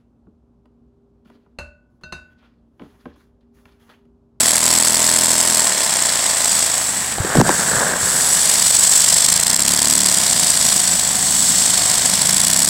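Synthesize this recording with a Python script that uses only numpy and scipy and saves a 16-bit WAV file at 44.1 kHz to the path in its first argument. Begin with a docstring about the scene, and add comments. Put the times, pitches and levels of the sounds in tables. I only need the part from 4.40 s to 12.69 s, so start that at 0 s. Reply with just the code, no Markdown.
"""A toy-brick piston engine on a carpet, run on vacuum cleaner suction and revved three times.
Twice a turn air rushes through its valve and the piston rattles and knocks in the plastic frame.
The microphone is close and wanders round the toy, now aimed at it, now turned away. About three
seconds in it brushes and bumps the carpet. The vacuum cleaner hums faintly in the background."""
import sys
import numpy as np
from scipy import signal
from scipy.io import wavfile
from scipy.ndimage import uniform_filter1d, minimum_filter1d

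SR = 44100
rng = np.random.default_rng(int(sys.argv[2]) if len(sys.argv) > 2 else 0)


def unload_wav(signal):
    """Save mono or channel-first audio to the path in sys.argv[1] as 16-bit WAV at rate SR, clipped to [-1, 1]."""
    wavfile.write(
        sys.argv[1],
        SR,
        np.round(np.clip(np.atleast_2d(signal).T, -1, 1) * 32767).astype(np.int16),
    )


N = 365588

# The revs. Each row: throttle opens and shuts in seconds, speed to gain in turns per second.
REVS = [(-.445, 1.205, 16.057), (4.873, 5.651, 13.417), (7.883, 9, 14.447)]
# The flywheel at idle. Each row: time in seconds, speed in turns per second.
IDLE_SPEED = [(0, 25.123), (2.3, 26.173), (3.4, 24.613), (4.3, 23.645), (6.6, 24.711), (7.2, 25.593),
              (7.7, 24.533)]
# The two strokes of a turn. Each row: place in turns, spread in turns, relative level in dB.
STROKES = [(0.317, 0.052, -3.5), (0.689, 0.034, -5)]
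# The piston's end blows. Each row: place in turns, relative dB with throttle shut, then fully open.
PISTON_BLOWS = [(0.222, 3, 1), (.63, 1.5, -9)]
# The frame shaking. Each row: multiple of the speed, relative dB at light load, then at full load.
THRUM_PARTIALS = [(1, -74, -56), (2, -58, -42), (3, -43, -43), (4, -57, -43), (5, -44, -37), (6, -54, -37),
                  (7, -52, -39), (8, -49, -45), (9, -56, -47), (10, -49, -50), (11, -51, -53)]
# Rings of the frame and the small bricks. Each row: pitch in Hz, bandwidth in Hz, relative level in dB.
FRAME_MODES = [(568, 110, -5), (628, 45, 2.5), (668, 24, 6), (912, 32, 3), (1020, 47, 2), (1430, 800, -7),
               (1960, 210, -8.5)]
BRICK_MODES = [(3630, 560, -14), (4630, 270, 2.5), (4960, 340, 14), (7100, 380, -7)]
# The vacuum cleaner's motor tones. Each row: pitch in Hz, relative level in dB.
MOTOR_TONES = [(185, -48.5), (740, -49)]
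# The tone colour of each noise. Each row: frequency in Hz, relative level in dB.
VALVE_SPECTRUM = [(2000, -35), (4500, -19), (6400, -13), (7100, -8.5), (7600, -2.5), (7900, -2),
                  (8300, -4.5), (8900, -12.5), (10500, -22), (16000, -27)]
FIZZ_SPECTRUM = [(5000, -24), (8500, 2.5), (9900, 11.5), (10800, 4.5), (12000, -1), (14000, -3),
                 (16000, -18)]
RATTLE_SPECTRUM = [(900, -36), (2500, -12.5), (3300, -2.5), (3800, -2), (4500, 0.5), (5500, 1), (6600, -8),
                   (7800, -3), (9000, -0.5), (11000, -47), (16000, -29.5)]
SCRAPE_SPECTRUM = [(30, -44), (100, -21), (200, -1.5), (300, -6), (420, -4.5), (560, -3), (740, 2.5),
                   (880, 1), (1030, 2), (1350, -1.5), (1850, 3.5), (2500, -4), (4000, -5), (9000, -67)]
AIRFLOW_SPECTRUM = [(30, -30), (80, -22), (120, -15.5), (160, -6.5), (195, -6), (235, -7), (300, -14),
                    (450, -25), (2000, -28)]
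PILE_SPECTRUM = [(30, -49), (90, -9), (170, 4), (300, -5.5), (550, 1.5), (1200, -3), (1700, 4),
                 (2100, -13.5), (3500, -38), (12000, -55)]
# Microphone aim. Each row: time in seconds, 0 for on the engine to 1 for turned away.
MIC_AIM = [(0, .25), (2.28, 0.34), (2.48, 1), (3.9, 0.97), (4.2, 0), (5.6, 0.03), (6.3, 0.26), (7.05, 0.89),
           (7.35, 0.26), (7.9, 0.07)]
# Nearness, bass and treble fizz on the way round the toy. Each row: time in seconds, gain in dB.
MIC_NEARNESS = [(0.0, -21), (0.04, -21.5), (1.25, -23), (1.29, -24.5), (2.22, -24), (2.88, -34),
                (3.14, -27), (3.44, -28), (3.58, -31), (3.62, -27), (4.27, -19), (4.39, -21.5),
                (4.85, -18.5), (5.03, -22), (6.3, -20.5), (6.72, -25), (7.13, -21.5), (8.29, -22)]
MIC_BASS = [(0, -12), (1.9, -4), (2.3, 0.5), (5.1, -1), (5.6, 5), (8.29, 7.5)]
MIC_TREBLE = [(0, 2), (1.9, -2), (2.5, 3), (3.5, 2), (3.78, 7.5), (4.45, -0.5), (6, 1), (7.1, -3),
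              (8.29, 2)]
# The microphone crosses the valve's narrow beam of hiss, sweeps through the pile, is pressed into it.
# Each row: centre in seconds, half length in seconds, gain at the centre in dB.
BEAM_PASSES = [(2.17, 0.1, 3), (3.3, 0.67, 1), (4.48, 0.19, 6), (7.1, 0.24, 0)]
PILE_SWEEPS = [(3.05, 0.21, -19.5), (3.42, 0.13, -20.5), (3.76, .3, -27)]
PILE_PRESSES = [(2.79, 0.042, -4), (3.0, .05, 0.5), (3.55, 0.039, -1.5)]
# Bumps on the microphone. Each row: start in seconds, level in dB, first pitch in Hz, decay in seconds.
MIC_BUMPS = [(2.783, -11, 1090, 0.0037), (2.802, -7.5, 135, .008), (2.848, -10, 700, 0.0065),
             (2.953, -6, 1026, 0.014), (2.970, -7, 470, .019), (2.985, 4, 220, 0.01),
             (2.999, -3, 725, 0.031), (3.013, 9, 1134, 0.0094), (3.092, -0.5, 1285, 0.0067),
             (3.329, -26, 130, .014), (3.369, -17, 170, .009), (3.424, -23, 900, 0.0028),
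             (3.628, -25, 120, .016)]


def amp(db):
    """Decibels to gain."""
    return 10 ** (np.asarray(db) / 20)


def unit(x):
    """Scales to an rms of one."""
    return x / np.sqrt(np.mean(x ** 2) + 1e-20)


def curve(rows):
    """Rows of time and value, joined by straight lines at every sample."""
    return np.interp(np.arange(N) / SR, *np.transpose(rows))


def swells(rows):
    """Bell-shaped swells, each paired with its gain in dB."""
    t = np.arange(N) / SR
    return [(np.exp(-((t - centre_s) / half_s) ** 2), db) for centre_s, half_s, db in rows]


def swell_gain(rows):
    """A gain that rests at one and swells or dips at each row."""
    return amp(sum(shape * db for shape, db in swells(rows)))


def wander(hz):
    """Random drift of unit rms, up to about the given rate."""
    steps = np.arange(N) * 2 * hz / SR
    return unit(np.interp(steps, np.arange(8000), rng.standard_normal(8000)))


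def colour(x, spectrum):
    """Minimum-phase filter with the given spectrum; the result has unit rms."""
    hz, db = np.transpose(spectrum)
    log_gain = np.interp(np.log(np.fft.rfftfreq(4096, 1 / SR) + 1), np.log(hz), np.log(amp(db)))
    mirrored = np.r_[log_gain, log_gain[-2:0:-1]]
    taps = np.fft.ifft(np.exp(np.conj(signal.hilbert(mirrored)))).real
    return unit(signal.oaconvolve(x, taps)[:N])


def grains(per_s, spread_db):
    """Random clicks of uneven size."""
    size = amp(spread_db * np.minimum(rng.exponential(1, N), 4))
    return unit(size * rng.choice([-1, 1], N) * (rng.random(N) < per_s / SR))


def rev_shape(open_s, shut_s, rise_s, fall_s):
    """An S-shaped rise, a hold and an exponential fall."""
    t = np.arange(N) / SR
    rise = .5 * (1 + np.tanh(.5 * (t - open_s) / rise_s))
    return rise * np.exp(-np.maximum(t - shut_s, 0) / fall_s)


def revving():
    """One while the throttle is held open, zero at idle."""
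    return sum(rev_shape(opens, shuts, rise_s=.065, fall_s=.05) for opens, shuts, _ in REVS)


def speed_gained(lag_s=.22, run_up_s=.117, coast_s=.334):
    """Turns per second above idle: the flywheel runs up behind the throttle, then coasts down."""
    return sum(gain * rev_shape(opens + lag_s, shuts, run_up_s, coast_s) for opens, shuts, gain in REVS)


def flywheel(start_turns=.973):
    """Angle of the flywheel in turns."""
    return start_turns + np.cumsum(curve(IDLE_SPEED) + speed_gained()) / SR


def turned_away():
    """How far the microphone points off the engine, 0-1."""
    return np.clip(curve(MIC_AIM), 0, 1)


def at_mic(db, rev_db, away_db):
    """Gain of an engine sound at the microphone: it follows distance, revs and aim."""
    return amp(curve(MIC_NEARNESS) + db + rev_db * revving() + away_db * turned_away())


def piston_strokes(turns, throttle, uneven_db=1.64):
    """Loose bricks make each stroke early or late, strong or weak; suction steadies the timing."""
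    turn, strokes = turns.astype(int), []
    slop_turns = np.interp(throttle, [0, 1], [.034, .004])
    for place, spread, db in STROKES:
        late, strong = rng.standard_normal((2, turn[-1] + 1))[:, turn]
        offset = turns % 1 - place - slop_turns * late
        strokes.append((offset, spread, amp(db + uneven_db * strong)))
    return strokes


def stroke_gate(strokes, throttle, width, lag_turns, shut_gap_db, open_gap_db):
    """Swells at each stroke and shuts more quickly; the throttle sets the floor in the gaps."""
    power = amp(shut_gap_db + (open_gap_db - shut_gap_db) * throttle) ** 2
    for offset, spread, gain in strokes:
        skew = 1 - .4 * np.sign(offset - lag_turns)
        power += gain ** 2 * np.exp(-.5 * ((offset - lag_turns) / (spread * width * skew)) ** 2)
    return np.sqrt(power / uniform_filter1d(power, size=5000))


def valve_air(strokes, throttle, flutter_db=2):
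    """Air hisses through the valve slot, which rings near 8 kHz and beams its sound."""
    gate = stroke_gate(strokes, throttle, width=1.32, lag_turns=.0085, shut_gap_db=-3.5, open_gap_db=-19)
    jet = rng.standard_normal(N) * gate * amp(flutter_db * wander(380))
    hiss = colour(jet, VALVE_SPECTRUM)
    return hiss * at_mic(db=4.9, rev_db=1.8, away_db=2.5) * swell_gain(BEAM_PASSES)


def edge_fizz(strokes, throttle):
    """Air sizzles over the brick edges as the valve closes, most of all in a rev."""
    gate = stroke_gate(strokes, throttle, width=.5, lag_turns=.021, shut_gap_db=9.5, open_gap_db=-28)
    sizzle = colour(rng.standard_normal(N) * gate, FIZZ_SPECTRUM)
    return sizzle * at_mic(db=-7.5, rev_db=5.5, away_db=.6) * amp(curve(MIC_TREBLE))


def brick_rattle(strokes, throttle):
    """Each stroke shakes a cluster of tiny plastic clicks out of the bricks."""
    gate = stroke_gate(strokes, throttle, width=.92, lag_turns=.037, shut_gap_db=-3, open_gap_db=-17.5)
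    clicks = grains(per_s=9000, spread_db=3.5) * gate
    return colour(clicks, RATTLE_SPECTRUM) * at_mic(db=.6, rev_db=0, away_db=-2)


def brick_clacks(strokes, throttle, lag_turns=.012, uneven_db=2, pitch_scatter=.018):
    """At the height of a stroke one loose brick is struck; each rings a little differently."""
    t, out = np.arange(256) / SR, np.zeros(N)
    for offset, _, gain in strokes:
        hits = np.flatnonzero((offset[:-1] < lag_turns) & (offset[1:] >= lag_turns))
        uneven = amp(uneven_db * rng.standard_normal(N // 100)[:len(hits)])
        size = gain[hits] * (.5 + throttle[hits]) * uneven
        detune = 1 + pitch_scatter * rng.standard_normal((N // 100, 1))[:len(hits)]
        ring = sum(amp(db) * np.sin(2 * np.pi * hz * detune * t) * np.exp(-np.pi * width * t)
                   for hz, width, db in BRICK_MODES)
        samples = np.minimum(hits[:, None] + np.arange(len(t)), N - 1)
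        np.add.at(out, samples, size[:, None] * ring)
    return unit(out) * at_mic(db=-8.5, rev_db=.5, away_db=-3)


def reflections(direct, echo_db=-17):
    """Echoes off the toy's walls and things close by; their delays drift as the microphone moves."""
    t, out = np.arange(N) / SR, direct
    for delay_s in (.0009, .0014, .0021, .0031):
        out = out + amp(echo_db) * np.interp(t - delay_s * (1 + .03 * wander(1)), t, direct)
    return out


def piston_knocks(turns, throttle, base_db=-31, db_per_speed=.1357, away_db=-12):
    """The piston hits its two ends every turn, harder with speed, and rings the hollow frame."""
    blows = np.zeros(N)
    for place, shut_db, open_db in PISTON_BLOWS:
        hits = np.flatnonzero(np.diff(np.floor(turns - place)))
        uneven = 1 + .12 * rng.standard_normal(N)[hits]
        blows[hits] += amp(shut_db + (open_db - shut_db) * throttle[hits] ** 2) * uneven
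    ring = sum(amp(db) * signal.lfilter(*signal.iirpeak(hz, hz / width, SR), blows)
               for hz, width, db in FRAME_MODES)
    low_cut = signal.butter(4, 450, "high", fs=SR, output="sos")  # small plates radiate little bass
    mic_db = away_db * turned_away() ** 2 - .16 * curve(MIC_BASS)
    return unit(signal.sosfilt(low_cut, ring)) * amp(base_db + db_per_speed * speed_gained() + mic_db)


def piston_scrape(strokes, throttle, base_db=-27, rev_db=-.5, away_db=-2):
    """The piston scrapes along the cylinder just ahead of each rush of air."""
    gate = stroke_gate(strokes, throttle, width=3, lag_turns=-.078, shut_gap_db=-3, open_gap_db=-2.5)
    friction = colour(grains(per_s=3000, spread_db=2) * gate, SCRAPE_SPECTRUM)
    mic_db = away_db * turned_away() - .19 * curve(MIC_BASS)
    return friction * amp(base_db + rev_db * revving() + mic_db)


def frame_thrum(turns, throttle, base_db=-3, db_per_speed=.2545):
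    """The piston's mass and the suction pulses shake the frame, harder the faster it runs."""
    load, out = np.clip(2 * throttle - .6, 0, 1), np.zeros(N)
    since_blow = turns - PISTON_BLOWS[0][0]  # the partials roughly line up at the hardest blow
    for multiple, light_db, full_db in THRUM_PARTIALS:
        angle = multiple * since_blow + .43 * rng.random()
        out += np.sqrt(2) * np.sin(2 * np.pi * angle) * amp(light_db + (full_db - light_db) * load)
    mic_db = .5 * curve(MIC_BASS) * (1 - revving())
    return out * amp(base_db + mic_db + db_per_speed * speed_gained() + .79 * wander(5.4))


def vacuum_cleaner(drift=.0038, waver=.86, airflow_db=-39):
    """In the background, a low rush of air and faint wavering motor tones."""
    clock = np.cumsum(1 + drift * wander(12)) / SR
    motor = sum(amp(db) * np.sqrt(2) * np.sin(2 * np.pi * hz * clock) * (1 + waver * wander(13))
                for hz, db in MOTOR_TONES)
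    airflow = amp(airflow_db) * colour(rng.standard_normal(N), AIRFLOW_SPECTRUM)
    return (motor + airflow) * amp(curve(MIC_BASS))


def carpet_brush():
    """Carpet pile brushes right against the microphone."""
    fibres = colour(grains(per_s=2500, spread_db=5.5), PILE_SPECTRUM)
    return fibres * sum(shape * amp(db) for shape, db in swells(PILE_SWEEPS))


def carpet_bumps(port_hz=76, hard_hz=450, glide_s=.00408, rise_s=.00017, tick_s=.0018):
    """Each bump is a crunch and a thud that drops in pitch as the microphone's port is covered."""
    t, out = np.arange(SR // 6) / SR, np.zeros(N)
    for start_s, db, first_hz, decay_s in MIC_BUMPS:
        last_hz = port_hz * (first_hz / port_hz) ** .34  # keeps a third of its octaves above the port
        hz = last_hz + (first_hz - last_hz) * np.exp(-t / glide_s)
        hz *= 1 + .27 * wander(496)[:len(t)]  # the pile catches and slips
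        thud = np.sin(2 * np.pi * np.cumsum(hz) / SR) * np.exp(-t / decay_s) * (1 - np.exp(-t / rise_s))
        crunch = signal.lfilter(*signal.butter(2, 8500, fs=SR), rng.standard_normal(len(t)))
        hardness = min(first_hz / hard_hz, 1) ** 2  # low bumps hardly tick
        tick = hardness * crunch * (t / tick_s) * np.exp(-(t / tick_s) ** 2)
        out[round(start_s * SR):][:len(t)] += amp(db) * (thud + tick)
    return out


def scene(idle_throttle=.55):
    """The flywheel angle times every part of the engine; all meet at one moving microphone."""
    turns = flywheel()
    opening = np.clip(idle_throttle + (1 - idle_throttle) * revving(), 0, 1)
    throttle = opening * (1 - turned_away())  # as heard: its bite is lost off axis
    strokes = piston_strokes(turns, throttle)
    air = valve_air(strokes, throttle) + edge_fizz(strokes, throttle)
    bricks = brick_rattle(strokes, throttle) + brick_clacks(strokes, throttle)
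    frame = piston_knocks(turns, throttle) + piston_scrape(strokes, throttle)
    clatter = (reflections(air + bricks) + frame) * swell_gain(PILE_PRESSES)
    engine = clatter + frame_thrum(turns, throttle)
    return (engine + carpet_brush() + carpet_bumps() + vacuum_cleaner())[None]


def record(dry, ceiling=.92, recover_db_per_s=250, top_hz=15900):
    """The recorder's fast limiter ducks at the loudest peaks and soon recovers; a low-pass follows."""
    over_db = 20 * np.log10(np.maximum(abs(dry) / ceiling, 1))
    recovery_db = np.arange(N) / SR * recover_db_per_s
    gain = amp(recovery_db - np.maximum.accumulate(over_db + recovery_db, axis=1))
    smooth_gain = uniform_filter1d(minimum_filter1d(gain, size=41), size=41)
    low_pass = signal.firwin(511, top_hz, window=("kaiser", 9), fs=SR)
    return signal.oaconvolve(dry * smooth_gain, low_pass[None], "same")


dry = scene()
out = record(dry)
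unload_wav(out)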